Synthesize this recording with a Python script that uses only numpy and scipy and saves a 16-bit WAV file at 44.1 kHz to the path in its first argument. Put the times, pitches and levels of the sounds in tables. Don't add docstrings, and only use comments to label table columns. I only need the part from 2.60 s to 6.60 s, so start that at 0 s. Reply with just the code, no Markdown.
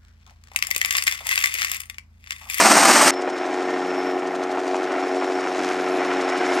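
import sys
import numpy as np
from scipy import signal
from scipy.fft import rfft, irfft
from scipy.io import wavfile
from scipy.ndimage import uniform_filter1d, minimum_filter1d

SR = 44100
rng = np.random.default_rng(int(sys.argv[2]) if len(sys.argv) > 2 else 0)


def materialize(psi):
    bounded = np.clip(np.atleast_2d(psi).T, -1, 1)
    quanta = np.round(bounded * 32767).astype(np.int16)
    wavfile.write(sys.argv[1], SR, quanta)


N = 176400
T = np.arange(N) / SR
CUT_S, FADE_S = .508, .004
BOUNCE_S = .002813

# frequency in Hz, relative density in dB.
ROAR_SPECTRUM = [(24,-85), (60,-58), (122,-28), (215,-5.5), (290,-2.5), (360,-3), (450,-13.5), (550,-6),
                 (690,-1.5), (800,-6), (950,-4.5), (1190,-4), (1550,-6.5), (2100,-7), (2700,-10.5),
                 (3540,-15.5), (4500,-12.5), (5530,-10), (6900,-12.5), (7820,-14.5), (8630,-13),
                 (10500,-22.5), (11500,-25), (12600,-23.5), (14900,-43)]
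# centre in seconds, strength, half length in seconds.
BLADE_PASSAGES = [(.006, .9, .012), (.064, 1, .014), (.12, 1.05, .014), (.176, .9, .014), (.23, .95, .007),
                  (.257, .8, .007), (.302, 1.15, .016), (.363, .95, .015), (.418, .85, .012),
                  (.477, 1, .014)]
# frequency in Hz, lift in dB at blade strength 1.
SURGE_DEPTH = [(150, 4.5), (400, 4.5), (700, 8), (1200, 9), (2000, 5.5), (3000, 2), (6000, 3.2),
               (9000, 5.5), (14000, 3)]
# frequency in Hz, level in dB.
GROUND_GEARS = [(707, -32), (786, -30), (865, -30), (1232, -34), (1717, -34), (2478, -36), (6874, -40)]
# frequency in Hz, left minus right in dB.
GROUND_PAN = [(200, 1.1), (1000, 0.62), (4000, 0.2), (8000, -0.78), (12000, 0)]
# frequency in Hz, side gain in dB.
GROUND_SIDE = [(1000, -22.5), (2000, -25.5), (4000, -11), (7000, -18.5), (9500, -26), (13000, -59)]

# time in seconds, tail blade rate in Hz.
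TAIL_RATE = [(.5, 91.2), (1.2, 91.3), (1.85, 91.7), (2.4, 92.05), (3.0, 91.9), (3.5, 91.5), (4.0, 90.8)]
# time in seconds, gains of buzz, wash and hiss in dB, swish depth factor of the hiss.
AIR_MIX = [(.5, -3, 0, -4, 1.7), (.75, -3.5, 0.5, -3.5, 1.34), (.95, -1, 0.5, 0, 0.69),
           (1.42, 0, 1, -3, 0.3), (1.6, -1, -0.5, -5, 1), (1.77, -1, -0.5, -3, 1.6), (1.93, -1, 0, -3, 1.1),
           (2.12, 0.5, 0, 1.5, 0.66), (2.3, -2, 1.5, -3, 1), (2.55, 1.5, 0.5, 0, 0.62),
           (2.88, -1.5, 1, 0.5, .6), (3.07, 0, 2, 5.5, .4), (3.25, -1.5, 1.5, 0, 0.41),
           (3.5, 1, 2.7, 1, .9), (3.75, 0, 2.5, 2.5, 1.2), (4.0, 1, 3.5, 7, 0.43)]
# multiple of the blade rate, relative level in dB.
BUZZ_HARMONICS = [(1,-41.5), (2,-27.5), (3,-1.5), (4,2), (5,-3), (6,-4.5), (7,-8.5), (8,-5), (9,-4.5),
                  (10,-14), (11,-19), (12,-22), (15,-26)]
# time in seconds, level in dB.
HUM_LEVEL = [(.65, -65.5), (1.28, -46.5), (1.5, -57.5), (1.7, -49.5), (2.3, -66), (2.6, -68), (3.0, -50.5),
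             (3.5, -49.5), (3.7, -54), (3.9, -54)]
# frequency in Hz, relative density in dB.
WASH_SPECTRUM = [(30, -60), (65, -47), (110, -34), (165, -22.5), (205, -22), (245, -10), (310, 1),
                 (400, -3.5), (500, -11), (600, -4), (720, 0.5), (830, -5), (930, -9.5), (1080, -7),
                 (1190, -11.5), (1340, -6.5), (1550, -12), (1830, -12.5), (2000, -13.5), (2250, -14.5),
                 (2800, -21), (3800, -29.5), (7000, -47), (14000, -77)]
# frequency in Hz, share that comes in puffs.
PUFF_SHARE = [(200, 0.27), (700, 0.46), (1500, 0.51), (4000, 0.39)]
# place and width in cycles, wash and hiss gains in dB.
BLADE_SWISHES = [(0.0, .08, 3, 1.5), (.2, 0.074, 0, 8), (.63, 0.046, 2.5, 1.5)]
# frequency in Hz, relative density in dB.
HISS_SPECTRUM = [(200, -42), (1500, -7.5), (3200, 1.5), (4600, 1), (6700, -0.5), (8500, -8), (10500, -16.5),
                 (12500, -27), (14500, -55)]
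# time in seconds, share of the hiss power, place in cycles.
SNAP_PATTERN = [(1.1, .25, .65), (1.7, .2, .8), (2.15, .45, .87), (2.5, .25, .87), (2.85, .3, .85),
                (3.05, .6, .81), (3.3, .3, .76), (4.0, .3, .68)]
# time in seconds, extra level in dB.
SNAP_ACCENTS = [(2.991, 4), (3.035, 5), (3.089, 5.5), (3.692, 5.5)]
# frequency in Hz, base level in dB.
AIR_GEARS = [(1825, -51.5)]
# time in seconds, gain in dB.
AIR_GEAR_GAIN = [(.5, -1), (1.2, 8), (1.8, 2), (2.3, -1), (4.0, -8)]
# time in seconds, whistle in Hz, whine in Hz.
TURBINE_PITCH = [(.5, 5330, 11370), (1.1, 5380, 11330), (2.1, 5395, 11280), (2.6, 5412, 11160),
                 (3.2, 5385, 11060), (3.75, 5348, 11020), (4.0, 5305, 11000)]
# time in seconds, whistle in dB, whine in dB.
TURBINE_LEVEL = [(.57, -44, -75), (.67, -54, -79), (.79, -47, -76), (.87, -55, -76), (1.2, -50, -73),
                 (1.48, -45, -69), (1.6, -59, -76), (2.1, -60, -74), (2.5, -50, -66), (2.85, -48, -67),
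                 (2.95, -54, -63), (3.2, -52.5, -59), (3.75, -47.5, -63), (3.95, -47, -54)]
# start in seconds, relative peak in dB.
SLAP_EVENTS = [(.595, -15), (.676, -9.5), (1.382, -14), (1.622, -12.5), (1.974, -11), (1.984, -13),
               (2.145, -10.5), (2.426, -14.5), (2.624, -9), (2.701, -10.5), (2.863, -11), (2.873, -13),
               (2.95, -14), (3.679, -11.5), (3.808, -13), (3.913, -12)]
# frequency in Hz, relative level in dB.
SLAP_SPECTRUM = [(40, -61), (120, -24), (300, 2.5), (700, 6), (1500, -5), (2500, -16.5), (5000, -43),
                 (10000, -60), (14000, -85)]
# frequency in Hz, left minus right in dB.
AIR_PAN = [(200, 1.54), (2000, 0.5), (8000, -0.6)]
# frequency in Hz, side gain in dB.
AIR_SIDE = [(100, -25), (400, -34), (1000, -20), (2000, -20.5), (4000, -13), (7000, -19), (10000, -46)]


def amp(db):
    return 10 ** (np.asarray(db) / 20)


def unit(x):
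    return x / np.sqrt(np.mean(x ** 2) + 1e-20)


def at_hz(table, hz):
    table_hz, value = np.transpose(table)
    return np.interp(np.log(hz + 1), np.log(table_hz + 1), value)


def curves(table):
    times_s, *columns = np.transpose(table)
    return [np.interp(T, times_s, column) for column in columns]


def bins_hz():
    return np.fft.rfftfreq(N, 1 / SR)


def split(x, hz):
    low = irfft(rfft(x) / (1 + (bins_hz() / hz) ** 4), N)
    return low, x - low


def noise(spectrum):
    return unit(irfft(rfft(rng.standard_normal(N)) * amp(at_hz(spectrum, bins_hz())), N))


def drift(rate_hz):
    lowpass = np.exp(-(bins_hz() / rate_hz) ** 2) * (bins_hz() > 0)
    return unit(irfft(rfft(rng.standard_normal(N)) * lowpass, N))


def impulse_response(spectrum, size=4096):
    log_gain = np.log(amp(at_hz(spectrum, abs(np.fft.fftfreq(size, 1 / SR)))))
    pulse = np.fft.ifft(np.exp(np.conj(signal.hilbert(log_gain)))).real
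    return pulse[:size // 2] * np.hanning(size)[size // 2:]


def tone(hz, width_hz, fuzz):
    carrier = np.exp(2j * np.pi * np.cumsum(hz * np.ones(N)) / SR)
    scatter = drift(width_hz) + 1j * drift(width_hz)
    return unit((carrier * (1 + fuzz * scatter)).real)


def bump(cycles, width):
    return np.exp((np.cos(2 * np.pi * cycles) - 1) / (2 * np.pi * width) ** 2)


def blade_strength(times_s):
    return sum(strength * np.exp(-((times_s - centre_s) / half_s) ** 2)
               for centre_s, strength, half_s in BLADE_PASSAGES)


def rotor_roar(bass_lead_s=.0076, lead_below_hz=400):
    hz, frames_s, spectra = signal.stft(noise(ROAR_SPECTRUM), SR, nperseg=256)
    lead_s = bass_lead_s / (1 + (hz[:, None] / lead_below_hz) ** 2)
    surge_db = at_hz(SURGE_DEPTH, hz)[:, None] * blade_strength(frames_s + lead_s)
    roar = signal.istft(spectra * amp(surge_db), SR, nperseg=256)[1][:N]
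    roar *= amp(1.03 * drift(rate_hz=140))
    return split(roar / roar[T < CUT_S].std(), hz=93)[1]


def gear_tones(gears, width_hz):
    return sum(amp(db) * tone(hz, width_hz, fuzz=1) for hz, db in gears)


def compressor_whine():
    scattered = amp(-30) * blade_strength(T) * tone(hz=8850, width_hz=410, fuzz=8)
    return scattered + amp(-27) * tone(hz=8392, width_hz=70, fuzz=1.2)


def ground_helicopter():
    return amp(-12.5) * rotor_roar() + gear_tones(GROUND_GEARS, width_hz=22) + compressor_whine()


def tail_buzz(tail_cycles, jitter=.14, bounce_gain=.51, waver_db=.64):
    beats = np.diff(np.floor(tail_cycles), prepend=np.floor(tail_cycles[0]))
    direct, bounced = beats * (1 + jitter * rng.standard_normal((2, N)))
    pulses = direct + bounce_gain * np.interp(T - BOUNCE_S, T, bounced)
    rate_hz = np.mean(TAIL_RATE, 0)[1]
    harmonics = [(multiple * rate_hz, db) for multiple, db in BUZZ_HARMONICS]
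    shape = impulse_response([(30, -63)] + harmonics + [(2200, -28), (4000, -45), (12000, -82)])
    return unit(signal.fftconvolve(pulses, shape)[:N]) * amp(waver_db * drift(rate_hz=10))


def tail_hum(tail_cycles):
    return amp(curves(HUM_LEVEL)[0]) * unit(np.sin(2 * np.pi * 2 * tail_cycles))


def rotor_wash(tail_cycles, main_cycles, near_db, brighten=1.62):
    spectrum = rfft(noise(WASH_SPECTRUM))
    share = np.clip(at_hz(PUFF_SHARE, bins_hz()), 0, 1)
    puffs = unit(bump(tail_cycles - .054, width=.23))
    chopped = irfft(spectrum * (1 - share), N) + puffs * irfft(spectrum * share, N)
    low, upper = split(chopped, hz=527)
    swish_db = sum(db * bump(main_cycles - place, width) for place, width, db, _ in BLADE_SWISHES)
    upper *= amp(swish_db - swish_db.mean() + .74 * drift(rate_hz=45))
    middle, top = split(upper, hz=1270)
    return unit(low + middle + top * amp(brighten * near_db))


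def tail_rasp(tail_cycles, spread_db=2.5, accent_s=.004, bounce_gain=.9):
    share, place = curves(SNAP_PATTERN)
    blade = np.floor(tail_cycles - place + .5).astype(int)
    size_db = spread_db * rng.uniform(-1, 1, np.ptp(blade) + 1)[blade - blade[0]]
    accent_db = sum(db * np.exp(-((T - at_s) / accent_s) ** 2) for at_s, db in SNAP_ACCENTS)
    burst = bump(tail_cycles - place, width=.06) * amp(size_db + accent_db)
    bounced = bounce_gain * np.interp(T - BOUNCE_S, T, burst)
    snaps = unit(noise(HISS_SPECTRUM) * (burst + bounced))
    return np.sqrt(1 - share) * noise(HISS_SPECTRUM) + np.sqrt(share) * snaps


def blade_swish(hiss, main_cycles, depth):
    swish_db = sum(db * bump(main_cycles - place, width) for place, width, _, db in BLADE_SWISHES)
    return unit(hiss * amp(depth * (swish_db - swish_db.mean())))


def turbine_whistle(hz, main_cycles, near_db, waver_hz=10, rise_hz=110):
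    halo = amp(-5.5) * tone(hz, width_hz=330, fuzz=4.6)
    hz = hz + waver_hz * drift(rate_hz=15.5)
    passing = bump(main_cycles - .61, width=.075)
    glance = amp(3) * passing * tone(hz + rise_hz * passing, width_hz=83, fuzz=1.9)
    scatter_db = 1.5 * (near_db - near_db.mean())
    return unit(tone(hz, width_hz=47, fuzz=.29) + (halo + glance) * amp(scatter_db))


def turbine_whine(hz, main_cycles, rise_hz=330):
    passing = bump(main_cycles - .35, width=.091)
    flick = amp(-4) * passing * tone(hz + rise_hz * passing, width_hz=150, fuzz=3)
    return tone(hz, width_hz=44, fuzz=.7) + flick


def turbine(main_cycles, near_db):
    whistle_hz, whine_hz = curves(TURBINE_PITCH)
    whistle_db, whine_db = curves(TURBINE_LEVEL)
    gears = amp(curves(AIR_GEAR_GAIN)[0]) * gear_tones(AIR_GEARS, width_hz=16)
    whistle = amp(whistle_db) * turbine_whistle(whistle_hz, main_cycles, near_db)
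    return gears + whistle + amp(whine_db) * turbine_whine(whine_hz, main_cycles)


def blade_slaps(gain_db=-2.5, scatter_db=-23, decay_s=.0057):
    out, body, t = np.zeros(N), impulse_response(SLAP_SPECTRUM), T[:1024]
    for start_s, peak_db in SLAP_EVENTS:
        pressure = amp(scatter_db) * rng.standard_normal(len(t)) * np.exp(-t / decay_s)
        pressure[0] -= 1
        slap = signal.fftconvolve(pressure, body)
        span = out[round(start_s * SR):][:len(slap)]
        span += amp(peak_db + gain_db) * slap[:len(span)] / abs(slap).max()
    return out


def flying_helicopter(tail_per_main=7.42, tail_zero_s=2.6235, main_zero_s=2.629):
    cycles = np.cumsum(curves(TAIL_RATE)[0]) / SR
    tail_cycles = cycles - np.interp(tail_zero_s, T, cycles)
    main_cycles = (cycles - np.interp(main_zero_s, T, cycles)) / tail_per_main
    buzz_db, wash_db, hiss_db, swish_depth = curves(AIR_MIX)
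    hiss = amp(hiss_db - 43.5) * blade_swish(tail_rasp(tail_cycles), main_cycles, swish_depth)
    buzz = amp(buzz_db - 25.5) * tail_buzz(tail_cycles) + tail_hum(tail_cycles)
    wash = amp(wash_db - 28.5) * rotor_wash(tail_cycles, main_cycles, near_db=wash_db)
    return buzz + wash + hiss + blade_slaps() + turbine(main_cycles, near_db=wash_db)


def stereo(x, pan, side_gain, diffuse=.48):
    mid = rfft(x)
    lean = amp(at_hz(pan, bins_hz()) / 2)
    scatter = unit(rfft(rng.standard_normal(1024) * np.hanning(1024), N).real)
    side = 1j * mid * amp(at_hz(side_gain, bins_hz())) * (1 - diffuse + diffuse * scatter)
    return irfft(np.array([mid * lean + side, mid / lean - side]), N)


def scene():
    fade = np.sin(np.pi / 2 * np.clip((T - CUT_S) / FADE_S + .5, 0, 1)) ** 2
    ground = stereo(ground_helicopter(), GROUND_PAN, GROUND_SIDE)
    air = stereo(flying_helicopter(), AIR_PAN, AIR_SIDE)
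    return (1 - fade) * ground + fade * air


def record(dry):
    limiter_s, cutoff_hz = .004, 14900
    size = int(limiter_s * SR)
    max_gain = 1 / np.maximum(abs(dry).max(0), 1)
    gain = uniform_filter1d(minimum_filter1d(max_gain, 2 * size), size)
    lowpass = signal.firwin(511, cutoff_hz, window=("kaiser", 9), fs=SR)
    return signal.oaconvolve(dry * gain, lowpass[None], "same")


dry = scene()
out = record(dry)
materialize(out)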